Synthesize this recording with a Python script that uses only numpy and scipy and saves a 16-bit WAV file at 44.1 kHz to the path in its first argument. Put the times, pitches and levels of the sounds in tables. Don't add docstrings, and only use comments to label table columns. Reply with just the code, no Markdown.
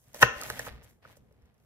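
import sys
import numpy as np
from scipy import signal
from scipy.fft import rfft, irfft
from scipy.io import wavfile

SR = 44100
rng = np.random.default_rng(int(sys.argv[2]) if len(sys.argv) > 2 else 0)


def persist_wave(psi):
    counts = np.round(np.clip(psi, -1, 1) * 32767).astype(np.int16)
    wavfile.write(sys.argv[1], SR, np.atleast_2d(counts).T)


N = 72765

# start in seconds, level in dB, centre of the
# contact's band in Hz, its half-width in octaves, left over right in dB.
BLOWS = [(0.076, -56.5, 110, 0.34, 0), (.145, -37, 666, 0.14, -0.5), (.161, -40, 585, 0.23, -3),
         (.2120, -29, 1400, 1, 4), (.2177, -17, 1800, 1, 4), (.2211, -16, 1600, 1, 3),
         (.2240, -18, 1900, 1, 3), (0.2269, -1.5, 1500, 2.2, 10), (.2290, -9.5, 1800, 1.35, 8),
         (0.23, -7.5, 1700, 0.51, -17.5), (.2316, -11, 950, 1.0, -8), (0.234, -26.5, 135, .9, 1.5),
         (0.2386, -24.5, 1386, .8, 14), (0.249, -25.5, 1310, 0.44, -10), (0.362, -44.5, 62, .4, 0),
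         (0.423, -30.5, 1310, 0.1, -3), (0.5015, -20.5, 1460, 0.62, -3.5), (0.5022, -30, 588, 0.82, 4),
         (0.5943, -26.5, 1800, 0.18, -2), (0.5942, -31.5, 650, 0.44, -0.5), (.668, -31.5, 1223, 0.41, -5.5),
         (0.675, -46, 109.9, 0.455, 2.5), (.676, -33.5, 627, 0.47, -1), (0.707, -43.5, 62.5, 0.62, 9),
         (0.736, -40.5, 63.7, .5, 1.5), (.83, -49.5, 62.1, .4, 5), (1.0518, -40.5, 1340, 0.24, -2),
         (1.056, -51, 582, 0.18, -2.5), (1.099, -51, 900, 0.41, -2), (1.169, -54, 570, 0.31, -5.5),
         (1.31, -56.5, 569, 0.33, 0.5), (1.43, -56, 62.86, 0.46, 0.5)]
# frequency in Hz, level in dB, seconds to fall 60 dB.
BODY_MODES = [(62, -6, .15), (120, -6, .07), (230, -12, .05), (470, -3, .05), (580, -7, .05),
              (820, -4, .03), (1025, -1, .025), (1265, -1, .028), (1490, -1, .03), (1680, -2, .025),
              (1835, 0, .025), (2570, -5, .025), (2745, -5, .03), (3250, -8, .025), (3700, -10, .025),
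              (4500, -8, .008), (5400, -6, .01), (6050, -3, .014), (6600, -5, .01)]
# start in seconds, level in dB, tilt from 4 to 14 kHz in dB.
WET_TICKS = [(.017, -62, 8), (.0412, -55, 6), (.058, -62, 4), (.069, -57, -8), (.083, -52, 12),
             (.1322, -46, 10), (.1556, -43, -2), (.1612, -41, 2), (.2045, -36, 5), (.382, -42, -8),
             (.4068, -42, 0), (.4212, -40, 4), (.698, -47, -6), (.797, -66, 2), (.836, -50, -3),
             (.845, -52, 3), (.898, -58, 6), (1.325, -64, 5), (1.4215, -64, 2), (1.457, -58, 3),
             (1.543, -64, 6), (1.58, -65, 2), (1.6, -64, 2), (.1445, -29, 8), (.2175, -17, 3),
             (.2262, -12, -2), (.2295, -18, -8), (.4140, -23, -2), (.4348, -25, 1), (.5005, -19, 0),
             (.5930, -22, -1), (1.1693, -49, 2)]
# time in seconds, body level in dB, fizz level in dB.
RUB_LEVELS = [(0, -92, -70.5), (.065, -73.5, -73), (.14, -66, -72), (.146, -48.5, -53), (.19, -54.5, -54),
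              (.203, -48.5, -53.5), (.214, -43.5, -35), (.226, -18, -31.5), (.236, -30, -37.5),
              (.26, -40, -59.5), (.31, -63, -70), (.38, -47.5, -58.5), (.43, -42, -54.5), (.48, -46, -49),
              (.54, -48.5, -54.5), (.62, -44.5, -53.5), (.64, -52.5, -54.5), (.665, -46.5, -49.5),
              (.685, -45.5, -56.5), (.70, -52, -70.5), (.76, -60, -75.5), (.82, -63, -91), (.832, -63, -63),
              (.845, -63, -60.5), (.86, -64, -75), (.90, -67, -68), (.95, -78, -81), (1.015, -88, -89.5),
              (1.028, -64, -83.5), (1.05, -61.5, -79.5), (1.09, -62, -71.5), (1.125, -61.5, -68),
              (1.15, -65, -80.5), (1.172, -73.5, -64.5), (1.195, -77.5, -84), (1.25, -80.5, -86.5),
              (1.42, -79, -90), (1.46, -73, -87.5), (1.52, -79.5, -93), (1.65, -81, -81.5)]
# time in seconds, level in dB.
RUMBLE_LEVELS = [(0, -75.5), (.1, -66), (.2, -58.5), (.24, -34), (.3, -53), (.42, -59), (.5, -49.5),
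                 (.55, -52.5), (.64, -54), (.75, -53), (.87, -62), (.97, -63.5), (1.01, -72), (1.07, -57),
                 (1.15, -65.5), (1.22, -58.5), (1.3, -64.5), (1.45, -63), (1.53, -69.5), (1.65, -66.5)]
# frequency in Hz, level in dB.
TICK_TONE = [(1500, -26), (3000, -4), (4500, 3), (5800, 6), (7500, 4), (9500, 0), (12000, -2), (14000, -4),
             (15700, -8), (16500, -20)]
RUB_BODY_TONE = [(250, -2.5), (400, -11), (600, -0.5), (900, -7), (1300, -7.5), (1900, -1.5), (2800, -9),
                 (5000, -16)]
RUB_FIZZ_TONE = [(3000, -7.5), (4300, -15), (6000, -0.5), (8000, -1), (11000, -2.5), (14000, -3),
                 (15600, -6), (16000, -27.5)]
RUMBLE_TONE = [(12, -52.5), (25, -25.5), (45, -5.5), (62, 2), (90, -3.5), (122, 3), (170, -7), (240, -6),
               (330, -16.5), (480, -9.5)]
AIR_TONE = [(18, -43.5), (30, -17), (86, -9), (314, -18.5), (562, -13), (694, -11.5), (2670, -30),
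            (7670, -46.5), (11100, -36), (16500, -54)]
ROOM_TONE = [(100, -2.5), (450, 1.5), (1200, -4.5), (1800, -3), (2300, 1.5), (3500, 3.5), (6000, -0.5),
             (8000, -2.5), (14000, -10)]
# frequency in Hz, seconds to fall 60 dB.
ROOM_T60 = [(100, 0.3), (400, 0.45), (1200, 0.5), (3000, .4), (6000, 0.42), (12000, 0.36)]
# frequency in Hz, correlation from 0 to 1.
PORT_LIKENESS = [(60, 0.88), (300, 0.39), (1000, 0.64), (3000, 0.22), (5500, 0.27), (6500, 0.4),
                 (8000, 0.3), (12500, 0.93), (15000, .7)]
# frequency in Hz, left minus right in radians.
PORT_PHASE = [(20, 0), (300, -.3), (1000, -.9), (1700, -1.2), (2400, -2.3), (3800, -3.3), (5200, -4.3),
              (6000, -4.2), (7200, -2.4), (8600, -2.2), (10000, -1.1), (12000, 0), (13600, 0), (15500, 2)]

CONTACT_CYCLES, REACH_FLOOR_DB = 0.4, -29.5
TICK_T60_S, TICK_RISE_S, CRACK_OVER_FIZZLE = .014, .0002, 4
SLIPS_PER_S, SLIP_SPREAD_DB, RING_SHARE = 3000, 4, 0.16
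AIR_DB, ROOM_DB = -76, -14
CEILING, BAND_LIMIT_HZ = .95, 16500


def counter_blows():
    out = np.zeros((2, N))
    draws = rng.standard_normal((len(BLOWS), 3, len(BODY_MODES), 1))
    for (start, db, centre_hz, octaves, pan_db), draw in zip(BLOWS, draws):
        ring = body_ring(centre_hz, octaves, mode_gains=1 + .2 * draw[:2], phase_turns=draw[2])
        port_gains = gain_of(db + pan_db * np.array([[.5], [-.5]]))
        add(out, start, port_gains * ring / abs(ring).max())
    return out


def body_ring(centre_hz, octaves, mode_gains, phase_turns):
    t = np.arange(8000) / SR
    hz, db, t60 = np.transpose(BODY_MODES)[:, :, None]
    reach_db = np.maximum(-6 * (np.log2(hz / centre_hz) / octaves) ** 2, REACH_FLOOR_DB)
    envelopes = mode_gains * gain_of(db + reach_db - 60 * t / t60)
    modes = envelopes * np.sin(2 * np.pi * (hz * t + phase_turns))
    rise = np.minimum(t * centre_hz / CONTACT_CYCLES, 1)
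    return rise * modes.sum(axis=-2)


def wet_ticks():
    out, t = np.zeros(N), np.arange(1024) / SR
    fizzles = rng.standard_normal((len(WET_TICKS), len(t)))
    crack = CRACK_OVER_FIZZLE * signal.unit_impulse(len(t), 12)
    envelope = np.minimum(t / TICK_RISE_S, 1) * gain_of(-60 * t / TICK_T60_S)
    for (start, db, tilt_db), fizzle in zip(WET_TICKS, fizzles):
        tilt = [(4000, -tilt_db / 2), (14000, tilt_db / 2)]
        tick = envelope * coloured(coloured(fizzle + crack, TICK_TONE), tilt)
        add(out, start, gain_of(db) * tick / abs(tick).max())
    return out * gain_of([[-1], [1]])


def blade_rub():
    sizes = gain_of(SLIP_SPREAD_DB * np.minimum(rng.exponential(1, (2, N)), 5))
    slipping = rng.random((2, N)) < SLIPS_PER_S / SR
    slips = sizes * slipping * rng.choice([-1., 1.], (2, N))
    ring = body_ring(centre_hz=1200, octaves=0.53, mode_gains=1, phase_turns=0)
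    ringing = unit_rms(signal.oaconvolve(slips, ring[None])[:, :N])
    scrape = coloured(slips, [(150, -42)] + RUB_BODY_TONE + [(8000, -37.5)])
    body = unit_rms(RING_SHARE * ringing + (1 - RING_SHARE) * scrape)
    fizz = coloured(slips + rng.standard_normal((2, N)), [(2000, -55.5)] + RUB_FIZZ_TONE)
    return at_ports(gain_curve(RUB_LEVELS, 1) * body + gain_curve(RUB_LEVELS, 2) * fizz)


def counter_rumble():
    noise = coloured(rng.standard_normal((2, N)), RUMBLE_TONE + [(900, -72.5)])
    return gain_curve(RUMBLE_LEVELS, 1) * at_ports(noise)


def kitchen_echo(direct):
    taps = np.zeros((2, SR))
    arrivals = np.arange(200, SR - 20, 20) + rng.integers(0, 20, (2, (SR - 201) // 20))
    np.put_along_axis(taps, arrivals, rng.choice([-1., 1.], arrivals.shape), 1)
    taps[1] = 0.46 * taps[0] + 0.62 * taps[1]
    hz, t, bands = signal.stft(taps, SR, nperseg=256)
    decay_db = at_hz(ROOM_TONE, hz)[:, None] - 60 * t / at_hz(ROOM_T60, hz)[:, None]
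    tail = signal.istft(bands * gain_of(decay_db), SR, nperseg=256)[1]
    return signal.fftconvolve(direct, tail / np.linalg.norm(tail[0]), axes=1)[:, :N]


def kitchen_air():
    return gain_of(AIR_DB) * at_ports(coloured(rng.standard_normal((2, N)), AIR_TONE))


def at_ports(noises):
    likeness = at_hz(PORT_LIKENESS, np.fft.rfftfreq(N, 1 / SR))
    mid = rfft(noises[0]) * np.sqrt((1 + likeness) / 2)
    side = rfft(noises[1]) * np.sqrt((1 - likeness) / 2)
    return irfft(np.array([mid + side, mid - side]), N)


def gain_of(db):
    return 10 ** (np.asarray(db) / 20)


def unit_rms(x):
    return x / np.sqrt(np.mean(x ** 2) + 1e-20)


def at_hz(table, hz):
    table_hz, values = np.transpose(table)
    return np.interp(np.log(hz + 1), np.log(table_hz + 1), values)


def gain_curve(table, column):
    rows = np.array(table)
    return gain_of(np.interp(np.arange(N) / SR, rows[:, 0], rows[:, column]))


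def add(mix, start_s, sound):
    part = mix[..., round(start_s * SR):][..., :sound.shape[-1]]
    part += sound[..., :part.shape[-1]]


def coloured(x, tone):
    hz = np.fft.rfftfreq(x.shape[-1], 1 / SR)
    return unit_rms(irfft(rfft(x) * gain_of(at_hz(tone, hz)), x.shape[-1]))


def scene():
    impacts = counter_blows() + wet_ticks()
    echo = kitchen_echo(gain_of(ROOM_DB) * impacts)
    return impacts + echo + blade_rub() + counter_rumble() + kitchen_air()


def record(dry):
    padded = N + 1024
    hz = np.fft.rfftfreq(padded, 1 / SR)
    phase_shift = np.exp(1j * at_hz(PORT_PHASE, hz) * np.array([[.5], [-.5]]))
    pair = irfft(rfft(dry, padded) * phase_shift, padded)[:, :N]
    rounded = pair / (1 + (pair / CEILING) ** 4) ** .25
    lowpass = signal.firwin(511, BAND_LIMIT_HZ, window=("kaiser", 9), fs=SR)
    return signal.oaconvolve(rounded, lowpass[None], "same")


dry = scene()
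out = record(dry)
persist_wave(out)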